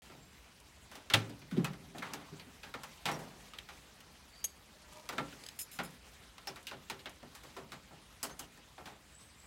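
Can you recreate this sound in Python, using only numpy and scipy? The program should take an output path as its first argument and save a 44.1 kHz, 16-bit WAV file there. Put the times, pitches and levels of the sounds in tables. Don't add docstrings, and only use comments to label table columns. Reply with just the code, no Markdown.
import sys
import numpy as np
from scipy import signal
from scipy.io import wavfile

SR = 44100
rng = np.random.default_rng(int(sys.argv[2]) if len(sys.argv) > 2 else 0)


def put_to_file(sound):
    columns = np.atleast_2d(sound).T
    safe = np.clip(columns, -1, 1)
    whole_steps = np.round(safe * 32767)
    wavfile.write(sys.argv[1], SR, whole_steps.astype(np.int16))


N = 417186
THIRD_OCTAVE_EDGES_HZ = 25 * 2 ** np.arange(0, 9.5, 1 / 3)


def from_db(db):
    return 10 ** (np.asarray(db) / 20)


def rms_one(x):
    return x / np.sqrt(np.mean(x ** 2) + 1e-20)


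def at_hz(points, hz):
    points_hz, points_db = np.array(points)[:, 0], np.array(points)[:, 1]
    return np.interp(np.log(hz), np.log(points_hz), points_db)


def band(x, low_hz, high_hz):
    sections = signal.butter(2, [low_hz, high_hz], "band", fs=SR, output="sos")
    return signal.sosfilt(sections, x + 1e-18)


def drift(rate_hz):
    step = 40
    pole = np.exp(-2 * np.pi * rate_hz * step / SR)
    noise = rng.standard_normal(N // step + 2002)
    slow = signal.lfilter([1], [1, -2 * pole, pole * pole], noise)[2000:]
    return np.interp(np.arange(N) / step, np.arange(len(slow)), rms_one(slow))


def ring(clicks, hz, t60_s):
    radius = from_db(-60 / (t60_s * SR))
    angle = 2 * np.pi * hz / SR
    return signal.lfilter([0, np.sin(angle)], [1, -2 * radius * np.cos(angle), radius * radius], clicks + 1e-18)


def add(out, start_s, sound):
    i = round(start_s * SR)
    out[i:i + len(sound)] += sound[:N - i]


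def dying(t60_s):
    return from_db(-60 * np.arange(round(t60_s * SR)) / (t60_s * SR))


def rising(envelope, rise_s):
    return envelope * (1 - np.exp(-np.arange(len(envelope)) / (rise_s * SR)))


def held_db(start_s, held_s, level_db, rise_db_per_s, fall_db_per_s):
    t = np.arange(N) / SR - start_s
    return level_db - rise_db_per_s * np.maximum(-t, 0) - fall_db_per_s * np.maximum(t - held_s, 0)


def coloured(spectrum, source, patchy_db):
    out, together = 0, drift(10.4)
    for k, (low, high) in enumerate(zip(THIRD_OCTAVE_EDGES_HZ, THIRD_OCTAVE_EDGES_HZ[1:])):
        if spectrum[0][0] < high and low < spectrum[-1][0]:
            flicker_db = patchy_db * (0.47 * together + drift(17))
            gain = from_db(at_hz(spectrum, np.sqrt(low * high)) + flicker_db)
            out = out + gain * band(source[k % 2], low, high)
    return rms_one(out)


# frequency_hz [Hz], density_db [dB per Hz]
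RUMBLE_SPECTRUM = [(12, -57), (20, -35), (30, -18), (54, 2), (74, -1), (92, -5), (182, -18.5), (250, -15),
                   (320, -48), (550, -120)]
RUMBLE_DB = -65.5


def rumble():
    return from_db(RUMBLE_DB) * coloured(RUMBLE_SPECTRUM, rng.standard_normal((2, N)), patchy_db=0.5)


# time_s [s], level_db [dB]
HISS_LEVELS = [(0.03, -57.5), (0.18, -61.5), (1.0, -61), (3.2, -58.5), (4.0, -59.5), (4.8, -61),
               (5.3, -56.5), (5.701, -60), (9.46, -61.5)]
# frequency_hz [Hz], density_db [dB per Hz]
HISS_SPECTRUM = [(88, -34), (150, 2), (356, -7), (434, -5.5), (518, -8), (814, -7), (3350, -9.5),
                 (8290, -16.5), (15300, -26), (16500, -41)]


def hiss():
    sizes = from_db(2.2 * np.minimum(rng.exponential(1, N), 5)) * rng.choice([-1, 1], N)
    bursts_per_s = 400 * from_db(5 * drift(4))
    bursts = rms_one(sizes * (rng.random(N) < bursts_per_s / SR))
    source = rng.standard_normal((2, N)) + 0.056 * bursts
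    level_db = np.interp(np.arange(N) / SR, *np.transpose(HISS_LEVELS))
    return from_db(level_db) * coloured(HISS_SPECTRUM, source, patchy_db=2.0)


# [s, time constant]
BIRD_CALLS = [(0.182, 0.082, -73, 7400, 7500, 0.071), (4.344, 0.14, -63, 4620, 4670, 0.025),
              (9.15, 0.085, -63, 7860, 8770, 0.14), (9.395, 0.07, -65.5, 7650, 8600, 0.11)]
BIRD_RISE_DB_PER_S, BIRD_FALL_DB_PER_S = 400, 220
WOODS_T60_S, WOODS_DB = 0.6, -3


def birds():
    out, tremble, flutter_db = np.zeros(N), drift(294), 5 * drift(70)
    for start_s, held_s, level_db, first_hz, last_hz, slide_s in BIRD_CALLS:
        slides = np.maximum((np.arange(N) / SR - start_s) / slide_s, -1)
        glide_hz = last_hz - (last_hz - first_hz) * np.exp(-slides)
        phase = 2 * np.pi * np.cumsum(glide_hz * (1 + 0.018 * tremble)) / SR
        call_db = held_db(start_s, held_s, level_db, BIRD_RISE_DB_PER_S, BIRD_FALL_DB_PER_S)
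        out += from_db(call_db + flutter_db) * np.sin(phase)
    tail = dying(WOODS_T60_S)
    echoes = rng.standard_normal(len(tail)) * tail / np.sqrt(np.sum(tail ** 2))
    return out + from_db(WOODS_DB) * signal.fftconvolve(out, echoes)[:N]


# [dB, before the band-pass]
COAL_POPS = [(0.601, -52.5), (1.394, -59), (4.82, -57), (4.927, -53), (4.973, -59), (5.906, -54),
             (6.137, -59), (6.629, -52), (7.094, -47)]
POPS_PER_S, POP_DB, POP_T60_S = 2, -64, 0.04


def coals():
    random_db = POP_DB + 2.0 * np.minimum(rng.exponential(1, N), 3)
    sizes = from_db(random_db) * (rng.random(N) < POPS_PER_S / SR)
    for start_s, level_db in COAL_POPS:
        sizes[round(start_s * SR)] = from_db(level_db)
    puffs = signal.lfilter([1], [1, -from_db(-60 / (POP_T60_S * SR))], sizes + 1e-18)
    return band(puffs * rng.standard_normal(N), 4700, 11700)


# [dB, before the slip noise joins the modes]
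SHELF_DRAG = (4.93, 0.058, -58)
# [dB, relative]
SHELF_MODES = [(616, 16, 12), (980, 63, 12.5), (1210, 80, 9), (2300, 41, -12), (2740, 87, -8)]
DRAG_RISE_DB_PER_S, DRAG_FALL_DB_PER_S = 94, 74


def drag():
    slips = rng.standard_normal(N) * (rng.random(N) < 900 / SR)
    modes = sum(from_db(level_db) * rms_one(ring(slips, hz, 2.0 / width_hz))
                for hz, width_hz, level_db in SHELF_MODES)
    scrape = rms_one(band(slips, 560, 6200))
    level_db = held_db(*SHELF_DRAG, DRAG_RISE_DB_PER_S, DRAG_FALL_DB_PER_S)
    return from_db(level_db) * rms_one(rms_one(modes) + 0.73 * scrape)


# start_s [s], held_s [s], level_db [dB], pitch_hz [Hz], width_hz [Hz]
SHORT_BANDS = [(1.1387, 0.0012, -19.5, 3140, 1290), (2.023, 0.012, -43, 1750, 900),
               (2.633, 0.0027, -48.5, 3000, 2400), (3.062, 0.025, -67, 5100, 324.1),
               (3.114, 0.038, -55.5, 5600, 378), (6.475, 0.0064, -42.5, 5360, 420),
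               (8.242, 0.003, -47, 2900, 500), (8.312, 0.012, -59, 6300, 200),
               (8.405, 0.043, -59, 2980, 600)]
SHORT_RISE_DB_PER_S, SHORT_FALL_DB_PER_S = 6000, 802
CHATTER_PER_S = 6800


def short_bands():
    touches = rng.standard_normal(N) * (rng.random(N) < CHATTER_PER_S / SR)
    out = np.zeros(N)
    for start_s, held_s, level_db, hz, width_hz in SHORT_BANDS:
        level = from_db(held_db(start_s, held_s, level_db, SHORT_RISE_DB_PER_S, SHORT_FALL_DB_PER_S))
        out += level * rms_one(band(touches, hz - width_hz / 2, hz + width_hz / 2))
    return out


# [dB, before the band-pass]
BARREL_RUMBLINGS = [(1.2, 0.088, -48), (1.545, 0.02, -42.5), (1.68, 0.46, -56.5), (2.2, 0.019, -57),
                    (2.328, 0.015, -49), (2.464, 0.015, -53), (2.67, 0.088, -64)]
# [s, undamped; each player shortens it]
BARREL_MODES = [(110, 0.5, 0.51), (153.8, 3, 0.74), (181.7, 2, 0.55), (247, 6, 0.27), (287, -1.5, 0.71),
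                (367, -24, 0.91), (387.6, 0.5, 0.39), (538, -12.5, 0.66), (813, -7, 0.23),
                (1026, -27, 0.21), (1350, -3.5, 0.24), (1788, -9, 0.22), (2160, -8, 0.15),
                (2440, -11, 0.18)]
RUMBLING_RISE_DB_PER_S, RUMBLING_FALL_DB_PER_S = 903, 310


def barrel_rumbling():
    shaking = rng.standard_normal(N) * from_db(0.54 * drift(30))
    boom = sum(from_db(level_db) * rms_one(ring(shaking, hz, 0.57 * t60_s))
               for hz, level_db, t60_s in BARREL_MODES if hz < 600)
    level = sum(from_db(held_db(*row, RUMBLING_RISE_DB_PER_S, RUMBLING_FALL_DB_PER_S))
                for row in BARREL_RUMBLINGS)
    return band(level * rms_one(boom), 120, 910)


# start_s [s], level_db [dB, relative], first_hz [Hz], last_hz [Hz], t60_s [s]
LID_THUDS = [(1.521, -30, 323, 156, 0.1), (1.569, -24, 453, 349, 0.087), (1.581, -17.5, 260, 166, 0.042),
             (1.603, -26.5, 218, 165, 0.14)]
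THUD_DROP_S, THUD_RISE_S = 0.007, 0.0048
THUD_SHAKE_DB = 4


def thuds():
    out = np.zeros(N)
    for start_s, level_db, first_hz, last_hz, t60_s in LID_THUDS:
        fade = rising(dying(t60_s), THUD_RISE_S)
        hz = last_hz + (first_hz - last_hz) * np.exp(-np.arange(len(fade)) / (THUD_DROP_S * SR))
        add(out, start_s, from_db(level_db + 2.0) * fade * np.sin(2 * np.pi * np.cumsum(hz) / SR))
    return out * from_db(THUD_SHAKE_DB * drift(40))


# [s, held within 0.001 to 0.1]
TOOL_CLINKS = [(4.4416, 1, -29.5, 6500, -40, 0.0095), (5.4374, 2, -44, 4100, -38, 0.0015),
               (5.4637, 2, -43.5, 7040, -35, 0.0012), (5.4871, 2, -39, 5500, -35, 0.00078),
               (5.5896, 0, -30.5, 9100, -40.5, 0.028), (5.614, 0, -33, 11800, -58, 0.018),
               (5.556, 0, -56, 8000, -70, 0.03), (5.715, 0, -44, 10000, -51, 0.064),
               (5.834, 0, -41, 11000, -62, 0.014), (5.847, 0, -43, 10300, -47, 0.013),
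               (6.992, 0, -54, 7600, -46, 0.024), (8.2292, 2, -32.5, 7800, -55, 0.012),
               (8.3917, 2, -36, 6560, -54, 0.0092)]
# [s, before the hand damps it]
TONGS_MODES = [(5130, -4.5, 0.28), (7000, -7, 0.19), (7600, -7, 0.11), (8840, -8, 0.066), (9500, -13, 0.11),
               (9900, -8, 0.14), (10300, -12, 0.41), (11650, -9, 0.26), (12690, -20, 0.15),
               (13220, -20, 0.2), (14070, -17, 0.09), (14900, -29, 0.14)]
FORK_MODES = [(3300, -7, .04), (6480, 6, 0.11), (6750, 1, 0.09), (7930, -3, 0.12), (9530, -1, 0.08),
              (9880, -1, 0.11), (11530, 1, 0.13), (12750, -9, .07), (13610, -5, .07)]
GRATE_MODES = [(2492, -29, .05), (3550, -24, 0.048), (4950, 2.5, 0.022), (6460, -2, 0.062),
               (7780, 1.5, .025), (9950, 4, 0.025), (12700, -14, .05)]
HAND_DAMPING = 0.35
TWIN_RATIO = 1.007
DECK_ECHO_DB, DECK_T60_S = -25, 0.3


def tools():
    out = np.zeros(N)
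    for start_s, tool, ring_db, loudest_hz, crack_db, rattle_s in TOOL_CLINKS:
        held = round(np.clip(rattle_s, 0.001, 0.1) * SR)
        rattle = np.zeros(SR // 3)
        add(rattle, 0, np.append(np.linspace(1, 0.5, held), 0.5 * dying(0.025)))
        rattle *= (rng.random(SR // 3) < CHATTER_PER_S / SR) * np.sqrt(SR / CHATTER_PER_S)
        add(rattle, 0, from_db(DECK_ECHO_DB) * dying(DECK_T60_S))
        rattle *= rng.standard_normal(SR // 3)
        rattle[0] = 2
        sound = from_db(crack_db) * band(rattle, 1850, 4600)
        sound += from_db(ring_db - 8.0) * band(rattle, 5600, 14300)
        modes = [TONGS_MODES, FORK_MODES, GRATE_MODES][round(tool)]
        for (hz, level_db, t60_s), chance_db in zip(modes, rng.normal(0, 2, len(modes))):
            near_db = -6.0 * abs(np.log2(hz / loudest_hz))
            damped_s = HAND_DAMPING * t60_s
            pair = ring(rattle, hz, damped_s) + 0.5 * ring(rattle, TWIN_RATIO * hz, damped_s)
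            gain = from_db(ring_db - 4.0 + level_db + near_db + chance_db)
            sound += gain * pair / np.abs(pair).max()
        add(out, start_s, sound)
    return out


# start_s [s], crack_db [dB], thump_db [dB], body_db [dB], edge_db [dB],
# t60_s [s, near 2 kHz, before limits], tone_hz [Hz, of the struck part], boom_hz [Hz]
KNOCKS = [(0.0983, -55, -44.5, -52, -76, 0.36, 940, 410),
          (0.9143, -49.5, -52.5, -48.5, -53.5, 0.48, 1560, 354),
          (0.9537, -49, -57, -52, -48.5, 0.16, 837, 398), (1.1, -30.5, -39, -36.5, -43, 0.15, 1440, 374),
          (1.137, -15.5, -21, -21, -21, 0.0688, 3420, 113), (1.2946, -53, -39, -52, -53, 0.12, 700, 285),
          (1.417, -48.5, -46, -57, -71, 0.13, 2420, 159), (1.512, -47.5, -56, -49, -55, 0.38, 1500, 275),
          (1.567, -45, -35, -56, -67, 0.11, 443, 424), (1.5739, -54, -21, -45, -55, 0.26, 803, 196),
          (1.6445, -32, -91, -32.5, -36.5, 0.13, 2580, 215), (1.733, -50, -52, -47, -54, 0.045, 1660, 170),
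          (1.948, -57, -39.5, -41.5, -69, 0.23, 740, 281), (1.9824, -41.5, -46, -57, -47, 0.13, 820, 280),
          (2.0235, -44, -58, -39.5, -54, 0.88, 1430, 178), (2.135, -40, -36.5, -43, -38, 0.089, 870, 306),
          (2.3967, -44.5, -48, -59, -57, 0.12, 4400, 175), (2.6325, -43.5, -53, -45, -54, 0.25, 1610, 406),
          (2.7397, -38, -41, -35.5, -50.5, 0.14, 1310, 477),
          (2.834, -42.5, -65, -40, -43.5, 0.13, 1100, 137), (3.0553, -27, -32, -30, -36, 0.26, 844, 159),
          (3.0847, -58, -73, -23.5, -46, 0.051, 1150, 192), (3.114, -52.5, -40, -43.5, -43, 0.3, 2000, 146),
          (3.19, -58, -53, -48.5, -53, 1, 785, 180), (3.5355, -42.5, -57, -57, -55, 0.13, 1235, 250),
          (3.5861, -35.5, -51, -51, -44.5, 0.038, 3300, 278),
          (3.688, -45, -54, -46.5, -55, 0.16, 1360, 202), (4.004, -53.5, -72, -57, -54, 0.13, 2900, 175),
          (5.0897, -35, -41.5, -34, -38.5, 0.096, 2200, 350), (5.124, -49, -44, -43, -53, 0.23, 1470, 355),
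          (5.1809, -31.5, -30, -26, -46, 0.093, 1320, 288),
          (5.326, -47.5, -51.5, -57, -66, 0.13, 1440, 253), (5.7884, -32.5, -36, -31, -45, 0.17, 1450, 172),
          (6.381, -46.5, -68, -49, -56, 0.1, 1050, 116), (6.4718, -36.5, -42, -38.5, -40, 0.16, 780, 380),
          (6.559, -44.5, -61, -45.5, -51, 0.13, 1280, 304), (6.669, -37, -51, -57, -42.5, 0.19, 2800, 108),
          (6.7122, -43, -40, -37.5, -56, 0.13, 1430, 392),
          (6.8988, -32.5, -39.5, -36.5, -39, 0.12, 887, 376),
          (7.057, -36, -46.5, -39, -51, 0.12, 1320, 277), (7.2288, -57, -41, -46.5, -59, 0.11, 574, 256),
          (7.35, -51, -87, -51, -49, 0.29, 1780, 110), (7.4341, -51, -51, -48.5, -54, 0.24, 1070, 406),
          (7.5661, -46, -40.5, -41, -52, 0.24, 1070, 404),
          (7.7193, -40, -42.5, -42.5, -46.5, 0.15, 1147, 340), (7.91, -75, -48.5, -48, -71, 0.2, 790, 168),
          (8.2295, -40, -44.5, -38.5, -33, 0.25, 650, 250), (8.295, -57, -58, -53.5, -62, 0.3, 1500, 394),
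          (8.394, -48, -50, -44.5, -39.5, 0.22, 3030, 253), (8.574, -66, -53, -51, -57, 0.09, 1780, 362),
          (8.7795, -52.5, -47, -41, -68, 0.17, 760, 413),
          (8.8565, -46, -50.5, -44.5, -51.5, 0.38, 855, 186)]
BOOM_DB_PER_OCTAVE = 22


def barrel():
    out, rows = np.zeros(N), np.array(KNOCKS)
    at = np.round(rows[:, 0] * SR).astype(int)
    thump_db, body_db, boom_hz = rows[:, 2], rows[:, 3], rows[:, 7]
    chance_db = rng.normal(0, 2.5, (len(rows), len(BARREL_MODES)))
    for k, (hz, level_db, t60_s) in enumerate(BARREL_MODES):
        low_db = thump_db - BOOM_DB_PER_OCTAVE * abs(np.log2(hz / boom_hz))
        struck_db = np.where(hz < 450, low_db, body_db)
        clicks = np.zeros(N)
        clicks[at] = from_db(struck_db + level_db - 11.5 + chance_db[:, k])
        out += ring(clicks, hz, 0.85 * min(t60_s, 0.55)) - ring(clicks, hz, 2.4 / hz)
    return band(out, 63, 3200)


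TONE_DB = -9.5


def struck_tones():
    out = np.zeros(N)
    for start_s, crack_db, thump_db, body_db, edge_db, t60_s, tone_hz, boom_hz in KNOCKS:
        fade = dying(0.83 * np.clip(t60_s, 0.01, 0.3))
        tone = rms_one(band(rng.standard_normal(SR // 3), tone_hz * 0.95, tone_hz * 1.05))
        add(out, start_s, from_db(max(crack_db, body_db) + TONE_DB) * fade * tone[-len(fade):])
    return out


def knock_spectrum(crack_db, thump_db, body_db, edge_db):
    return [(90, thump_db - 1), (180, thump_db - 5.0), (450, (thump_db + body_db) / 2 - 2.5), (950, body_db),
            (2700, crack_db), (3700, crack_db), (4700, (crack_db + edge_db) / 2 + 0.5),
            (8000, edge_db), (16000, edge_db - 4.5)]


SNAP_DB = 0.5
GRAIN_DB, GRAINS_PER_S = 1, 72


def plates():
    white, out = rng.standard_normal((2, N)), np.zeros(N)
    grain = from_db(GRAIN_DB * drift(GRAINS_PER_S))
    for k, (low, high) in enumerate(zip(THIRD_OCTAVE_EDGES_HZ[7:], THIRD_OCTAVE_EDGES_HZ[8:])):
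        hz = np.sqrt(low * high)
        envelope, struck, snaps = np.zeros((3, N))
        contact = from_db(min(3, 6 * np.log2(hz / 1800))) * dying(0.0055)
        echoes = from_db(-15.5) * dying(0.33 * (hz / 2000) ** -0.25)
        for start_s, crack_db, thump_db, body_db, edge_db, t60_s, *tones in KNOCKS:
            level = from_db(at_hz(knock_spectrum(crack_db, thump_db, body_db, edge_db), hz))
            modes = from_db(-3.0) * dying(max(t60_s, 0.01) * (hz / 2000) ** -0.3)
            add(struck, start_s, level * contact)
            add(snaps, start_s, from_db(SNAP_DB) * level * contact[:1])
            add(envelope, start_s, level * rising(modes, 2.0 / hz))
            add(envelope, start_s, level * echoes)
        blow = (struck + grain * envelope) * white[k % 2] + snaps
        out += from_db(-12.0) * band(blow, low, high) / np.sqrt((high - low) / (SR / 2))
    return out


def scene():
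    background = rumble() + hiss() + birds() + coals()
    small_sounds = drag() + short_bands() + tools()
    grill = barrel_rumbling() + thuds() + barrel() + struck_tones() + plates()
    mono = background + small_sounds + grill
    return np.array([mono, mono])


START_S, CUTOFF_HZ = 0.02, 16600


def record(dry):
    opened = dry * (np.arange(N) > START_S * SR)
    thin = signal.sosfilt(signal.butter(4, 36, "high", fs=SR, output="sos"), opened)
    return signal.sosfilt(signal.cheby2(14, 50, CUTOFF_HZ, fs=SR, output="sos"), thin)


dry = scene()
out = record(dry)
put_to_file(out)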